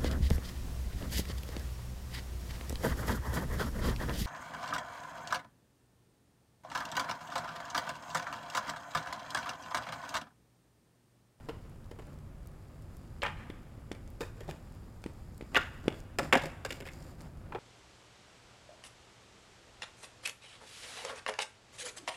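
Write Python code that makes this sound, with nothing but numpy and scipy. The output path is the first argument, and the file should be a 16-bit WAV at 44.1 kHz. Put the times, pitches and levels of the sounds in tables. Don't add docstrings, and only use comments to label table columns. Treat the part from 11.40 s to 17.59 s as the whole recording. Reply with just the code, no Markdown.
import sys
import numpy as np
from scipy import signal
from scipy.fft import next_fast_len
from scipy.io import wavfile
from scipy.ndimage import uniform_filter1d

SR = 44100
rng = np.random.default_rng(int(sys.argv[2]) if len(sys.argv) > 2 else 0)


def dump_mix(stems):
    frames = np.atleast_2d(stems).T
    limited = np.clip(frames, -1, 1)
    pcm = np.round(limited * 32767).astype(np.int16)
    wavfile.write(sys.argv[1], SR, pcm)


N = 272968


def gain_of(db):
    return 10 ** (np.asarray(db) / 20)


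def evened(x):
    return x / np.sqrt(np.mean(x ** 2) + 1e-20)


def peaked(x, db):
    smooth_power = uniform_filter1d(x ** 2, size=200)
    return gain_of(db) * x / np.sqrt(smooth_power.max())


def add(mix, s, sound):
    part = mix[round(s * SR):][:len(sound)]
    part += sound[:len(part)]


def curve(rows):
    s, *columns = np.transpose(rows)
    return [np.interp(np.arange(N) / SR, s, column) for column in columns]


def slow(cutoff_hz):
    low_pass = signal.butter(2, cutoff_hz, fs=SR, output="sos")
    return evened(signal.sosfiltfilt(low_pass, rng.standard_normal(N)))


def around(x, hz, octaves):
    edges = np.clip(hz * 2 ** np.array([-octaves / 2, octaves / 2]), 20, SR / 2.2)
    return signal.sosfilt(signal.butter(1, edges, "band", fs=SR, output="sos"), x)


def coloured(x, points):
    f, db = np.transpose(points)
    hz = np.abs(np.fft.fftfreq(8192, 1 / SR))
    wanted_db = np.interp(np.log(hz + 1), np.log(f), db)
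    log_gain = np.log(gain_of(np.maximum(wanted_db, -100)))
    taps = np.fft.ifft(np.exp(np.conj(signal.hilbert(log_gain)))).real[:4096]
    taps /= np.linalg.norm(taps)
    return signal.oaconvolve(x, taps)[:len(x)]


def burst(dies_s, rise_s=0.00023):
    t = np.arange(4096) / SR
    knocks = rng.standard_normal(len(t)) * gain_of(4.16 * rng.exponential(1, len(t)))
    knocks *= 1 + 1.6 * np.exp(-t / 0.00072)
    return knocks * gain_of(-60 * t / dies_s) * (1 - np.exp(-t / rise_s))


def background():
    # time in seconds, level in dB.
    traffic = [(0.0, -50), (0.4, -48), (1.3, -49.5), (1.96, -46), (2.29, -49.5), (2.6, -47), (3.05, -49),
               (5.0, -47.5), (5.36, -49), (5.76, -50), (6.19, -48.5)]
    # frequency in Hz, relative level in dB per Hz.
    rumble_spectrum = [(8.8, -30), (15, -4), (43, 1), (103, 0.5), (187, -11.5), (236, -9.5), (275, -20.5),
                       (334, -24.5), (510, -25), (551, -26), (655, -43.5), (1290, -30), (1500, -73),
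                       (1950, -88), (3300, -120)]
    # frequency in Hz, relative level in dB per Hz.
    air_spectrum = [(180, -35), (300, -7), (332, -2), (626, -11.5), (1240, -18.5), (1800, -20), (3950, -28),
                    (4820, -28), (11500, -28.5), (15300, -37), (16400, -33)]
    air_db = -65.5
    rumble = evened(coloured(rng.standard_normal(N), rumble_spectrum))
    rumble *= gain_of(curve(traffic)[0] + 0.2 * slow(12.0))
    air = evened(coloured(rng.standard_normal(N), air_spectrum))
    return rumble + gain_of(air_db) * air


def contact():
    # time in seconds, grinding heard through the deck in dB,
    # hiss of grit and bearings in dB.
    rolling = [(0, -57, -75), (.45, -59, -79), (1.0, -58.5, -80.5), (1.6, -57.5, -73.5), (2.0, -56, -78),
               (2.65, -59, -76.5), (3.3, -57.5, -74.5), (3.85, -58, -73.5), (4.3, -56.5, -70),
               (4.7, -57, -79), (5.2, -56, -77), (5.92, -57.5, -80), (6.19, -52, -76)]
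    # start in seconds, length in seconds,
    # grinding in dB, hiss in dB.
    skids = [(0.585, 0.14, -56, -76.5), (2.795, 0.036, -50, -59), (3.064, 0.059, -50.5, -75),
             (4.111, 0.081, -46.5, -67.5), (4.432, 0.097, -47, -69.5), (4.535, 0.068, -60.5, -67.5),
             (4.799, 0.049, -40.5, -59), (4.933, 0.052, -50, -73), (5.02, 0.044, -43.5, -64),
             (5.275, 0.087, -53.5, -61), (5.499, 0.21, -54, -65.5), (5.776, 0.09, -53, -68.5)]
    rise_s, fade_db_per_s = 0.019, 250
    t = np.arange(N) / SR
    power = gain_of(curve(rolling)) ** 2
    for start, length, *db in skids:
        rise = np.clip((t - start) / rise_s, 0, 1)
        fade = gain_of(-fade_db_per_s * np.maximum(t - start - length, 0))
        power = power + (gain_of(db)[:, None] * rise * fade) ** 2
    return np.sqrt(power)


def wheels():
    # frequency in Hz, relative level in dB per Hz.
    grind_spectrum = [(88, -27.5), (150, 18), (211, -2.5), (243, 8.5), (406, 1), (430, -15.5), (517, 1.5),
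                      (1070, -6.5), (1220, -6), (4500, -25.5), (5850, -73), (9900, -120)]
    # frequency in Hz, relative level in dB per Hz.
    hiss_spectrum = [(2500, -20), (3600, -9), (4200, -8), (4800, 0), (5400, -5), (6100, -13), (7200, -2),
                     (8000, -9), (10000, -12), (12000, -16), (13600, -10), (15000, -17), (16500, -30)]
    knocks_per_s = 5000
    grinding, hissing = contact()
    knocks = (rng.random((2, N)) < knocks_per_s / SR) * rng.standard_normal((2, N))
    knocks *= gain_of(1.95 * rng.exponential(1, (2, N)))
    grind = evened(coloured(knocks[0], grind_spectrum)) * grinding * gain_of(0.55 * slow(36))
    hiss = evened(coloured(knocks[1], hiss_spectrum)) * hissing * gain_of(0.26 * slow(55))
    return grind + hiss


def board(hits, deck, dies_s):
    # frequency in Hz, relative level in dB per Hz.
    coarse = [(2500, -23), (3600, 3.5), (4300, 0), (5000, 2), (6000, -6), (7200, -1.5), (8300, -9),
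              (10000, -9.5), (16500, -44)]
    # frequency in Hz, relative level in dB per Hz.
    fine = [(5000, -41), (8000, -13), (9500, -0.5), (12000, 2), (14000, -6), (15500, -8), (16500, -29)]
    rise_s = 0.00077
    out, t = np.zeros(N), np.arange(3000) / SR
    hz, db, t60 = np.transpose(deck)[:, :, None]
    low = hz[:, 0] < 1220
    for s, clack_db, flex_db, grit_db, flex_hz, clack_hz in hits:
        flex_tilt_db = -14.0 * np.log2(hz / flex_hz) ** 2
        clack_tilt_db = -12.0 * np.log2(hz / clack_hz) ** 2
        tilt_db = np.where(low[:, None], flex_tilt_db, clack_tilt_db)
        signs = rng.choice([-1., 1.], hz.shape)
        rings = signs * gain_of(db + tilt_db - 60 * t / t60) * np.sin(2 * np.pi * hz * t)

        push = burst(dies_s, rise_s)
        flex = evened(signal.fftconvolve(push, rings[low].sum(0))[:len(push)])
        thud = push
        for _ in range(2):
            thud = around(thud, 1.2 * flex_hz, 1.54)
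        add(out, s, peaked(flex + .8 * evened(thud), flex_db))

        force = burst(dies_s, rise_s)
        ring = evened(signal.fftconvolve(force, rings[~low].sum(0))[:len(force)])
        crack = force
        for _ in range(3):
            crack = around(crack, clack_hz, 1.46)
        add(out, s, peaked(ring + evened(crack), clack_db))

        fine_db = -58 + 0.87 * (grit_db + 48.5)
        add(out, s, peaked(coloured(force, coarse), grit_db))
        add(out, s, peaked(coloured(force, fine), fine_db))
    return signal.sosfilt(signal.butter(2, 110, "high", fs=SR, output="sos"), out)


def stones():
    # time in seconds, peak level in dB, pitch in Hz.
    loud = [(1.072, -54.5, 8800), (1.4217, -63, 7300), (1.5685, -57, 7760), (2.5174, -44.5, 3400),
            (2.6763, -59, 5100), (2.7025, -60, 8160), (2.8554, -61, 3740), (3.9784, -55, 7220),
            (4.4414, -61, 4840), (4.6024, -54, 5070), (5.5345, -54, 4540), (5.6256, -55, 4600),
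            (5.8117, -56, 4450), (5.819, -57, 6940)]
    small_count, small_db, spread_db, small_hz = 22, -66, 6.0, (3620, 8100)
    out = np.zeros(N)
    when, size, pitch = rng.random((small_count, 3)).T
    peak_db = small_db + spread_db * (size - .5)
    small = zip(when * N / SR, peak_db, np.interp(pitch, [0, 1], small_hz))
    for s, db, hz in [*loud, *small]:
        tick = burst(0.014)[:600]
        for _ in range(2):
            tick = around(tick, hz, 2.1)
        add(out, s, peaked(tick, db))
    return out


def feet(steps):
    # frequency in Hz, relative level in dB per Hz.
    crunch = [(2500, -5.5), (3600, 4), (4300, 3), (5000, 2.5), (6000, -1), (7200, -4.5), (8300, -2),
              (10000, -6), (12000, -16), (14000, -17), (15500, -20), (16500, -40)]
    # frequency in Hz, relative level in dB per Hz
    slap = [(400, -7), (900, -2.5), (1500, -9), (2300, -2.5), (3500, -8.5), (6000, -54.0)]
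    out, t = np.zeros(N), np.arange(2000) / SR
    for s, slap_db, thump_db, hz, grit_db in steps:
        force = burst(0.03)
        thump = -np.sin(2 * np.pi * hz * t) * t ** 2 * np.exp(-t * hz / 0.21)
        add(out, s - 0.41 / hz, peaked(thump, thump_db))
        add(out, s, peaked(coloured(force, slap), slap_db))
        add(out, s, peaked(coloured(force, crunch), grit_db))
    return out


def outdoors(x, tail, echoes=()):
    # frequency in Hz, relative level in dB.
    return_colour = [(150, -12.5), (500, -7), (1100, -2.5), (1700, -3.5), (2500, -5.5), (3300, -5),
                     (4500, -7), (8000, -3), (16000, -7)]
    delay_s, db = np.transpose(tail)
    at = np.arange(0, SR, 20) + rng.integers(0, 20, SR // 20)
    tap_db = np.interp(at / SR, delay_s, db, -200, -200) - 12
    taps = np.zeros(SR + 20)
    taps[at] = rng.choice([-1., 1.], len(at)) * gain_of(tap_db)
    scattered = signal.hilbert(signal.oaconvolve(x, taps)[:N], next_fast_len(N))[:N]
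    blurred = (scattered * np.exp(.9j * slow(130))).real
    out = x + coloured(blurred, return_colour)
    for s, echo_db, hz in echoes:
        add(out, s, gain_of(echo_db) * around(x, hz, 2.5))
    return out


def scene():
    # time in seconds, clack peak in dB, deck flex peak in dB, coarse grit peak in dB,
    # flex centre in Hz, clack centre in Hz.
    hits = [(0.0872, -58, -36, -53.5, 463, 1640), (0.093, -43.5, -37.5, -62, 460, 2450),
            (0.5117, -56.5, -43, -58, 335, 2380), (0.5882, -57, -44.5, -60.5, 436, 2430),
            (0.62, -62, -61, -67, 463, 1350), (1.8191, -35, -42.5, -71, 556, 2920),
            (1.829, -30.5, -30.5, -43.5, 815, 1850), (1.8407, -36.5, -45, -66, 953, 2140),
            (1.8502, -34.5, -35, -68, 880, 1730), (1.8612, -37.5, -39, -70, 865, 2040),
            (1.879, -44, -50, -68, 830, 1840), (2.806, -42, -34.5, -45, 313, 1430),
            (2.8132, -42.5, -36.5, -47, 450, 1260), (2.8287, -47, -52, -55.5, 371, 1540),
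            (3.0051, -52, -43, -54, 404, 2540), (3.0335, -56, -58, -66, 336, 1400),
            (3.0784, -65, -46, -59, 326, 1420), (3.0884, -53.5, -35.5, -57, 426, 1780),
            (3.0973, -47, -59, -50, 471, 1890), (4.146, -29.5, -30.5, -41, 1040, 2310),
            (4.1552, -22.5, -40, -45, 855, 2320), (4.1593, -29, -47, -49, 576, 1750),
            (4.1639, -19, -51, -36.5, 1170, 1950), (4.1699, -22.5, -32, -33.5, 560, 1600),
            (4.786, -27.5, -28, -30, 550, 2620), (4.7927, -44, -27.5, -40.5, 565, 1680),
            (4.9255, -18, -21.5, -32, 1120, 1580), (4.9328, -28, -17, -29.5, 464, 1710),
            (4.9405, -24.5, -29, -41, 676, 1890), (4.9527, -25.5, -21.5, -34.5, 614, 1800),
            (4.9582, -33, -23.5, -56, 297, 1710), (4.9644, -36, -31, -54, 520, 1700),
            (4.9725, -35, -39, -40, 616, 1680), (5.019, -50, -46, -48, 670, 1440),
            (5.0359, -50, -37, -47.5, 547, 1710), (5.0553, -43.5, -38, -43.5, 357, 2180),
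            (5.0674, -52, -40, -53, 576, 1940), (5.249, -35, -35, -39, 490, 1850),
            (5.26, -43.5, -43, -46, 690, 1960), (5.3048, -35.5, -39.5, -42.5, 403, 2000),
            (5.3226, -43, -43, -44, 343, 1920), (5.4026, -47, -45, -50, 525, 2420),
            (5.421, -52, -44, -60, 383, 2040), (5.453, -48.5, -53, -55, 506, 2530),
            (5.4641, -53, -47, -53, 596, 1960), (5.472, -47, -63, -52.5, 397, 1450),
            (5.4865, -43, -62, -54, 373, 2470), (6.122, -45.5, -39, -76, 690, 1380),
            (6.148, -44.5, -33.5, -79, 480, 1350)]
    # time in seconds,
    # slap peak in dB, thump peak in dB, thump pitch in Hz, grit peak in dB.
    steps = [(2.101, -44, -35, 295, -58), (2.516, -39, -32, 310, -55), (2.526, -62, -60, 302, -55),
             (2.549, -53, -51, 248, -60), (3.64, -42.5, -57.5, 272, -48.5), (3.662, -44.5, -30.5, 265, -55),
             (4.01, -45.5, -39, 420, -59.5), (4.025, -58, -38.5, 280, -65), (4.459, -68, -38, 303, -63),
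             (4.481, -28, -17.5, 335, -40), (5.806, -56, -49, 397, -54)]
    # pitch in Hz, relative level in dB,
    # time to fall by 60 dB in seconds.
    far_deck = [(379, 3, 0.049), (464, 8.5, 0.037), (569, -0.5, 0.076), (706, -7.5, 0.015), (845, 6, 0.06),
                (1008, 4, 0.054), (1100, -16, 0.081), (1330, -5, 0.018), (1630, -18, 0.0082),
                (1796, -2.5, 0.033), (2270, -2.5, 0.014), (2460, 2, 0.017), (2447, -1, 0.02),
                (2780, 4, 0.0074), (3160, -5.5, 0.027), (3530, -23, .012), (4060, -4, 0.0038)]
    # pitch in Hz, relative level in dB,
    # time to fall by 60 dB in seconds.
    near_deck = [(263, 5.5, 0.062), (391, 5, 0.038), (538, 2, 0.078), (688, 1.5, 0.037), (795, -3, 0.016),
                 (920, -7.5, 0.083), (1070, 10, 0.011), (1195, 4, 0.045), (1410, -8.5, 0.11),
                 (1543, 1, 0.024), (1707, 5, 0.025), (2020, 5.5, 0.0091), (2170, -3, 0.034),
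                 (2520, 12, 0.0061), (2800, -6.5, 0.021), (2840, -1, 0.018), (3500, -4, 0.013),
                 (3790, -16, 0.0046)]
    # delay in seconds, relative level in dB.
    far_tail = [(.004, -18), (0.048, -20), (0.128, -35.5), (.165, -24.5), (.18, -33), (.25, -36),
                (.35, -45), (.6, -54)]
    # delay in seconds, relative level in dB.
    near_tail = [(.004, -23), (0.048, -28.5), (0.109, -31.5), (.13, -39), (.19, -40.5), (.3, -49.5),
                 (.6, -55)]
    # delay in seconds, level before its band-pass in dB,
    # best returned pitch in Hz.
    near_echoes = [(.022, -16.5, 1486), (0.044, -17, 4000), (.062, -20.5, 4000)]
    near_from_s, near_until_s, near_feet_from_s = 4.1, 6.0, 4.2

    far_hits = [row for row in hits if not near_from_s < row[0] < near_until_s]
    near_hits = [row for row in hits if near_from_s < row[0] < near_until_s]
    far_steps = [row for row in steps if row[0] < near_feet_from_s]
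    near_steps = [row for row in steps if row[0] > near_feet_from_s]

    far = board(far_hits, far_deck, dies_s=.05) + feet(far_steps)
    near = board(near_hits, near_deck, dies_s=0.033) + feet(near_steps)
    blows = outdoors(far, far_tail) + outdoors(near, near_tail, near_echoes)
    return (blows + stones() + wheels() + background())[None]


def record(dry):
    edge_hz = 16400
    low_pass = signal.firwin(511, edge_hz, window=("kaiser", 9), fs=SR)
    return signal.oaconvolve(dry, low_pass[None], "same")


dry = scene()
out = record(dry)
dump_mix(out)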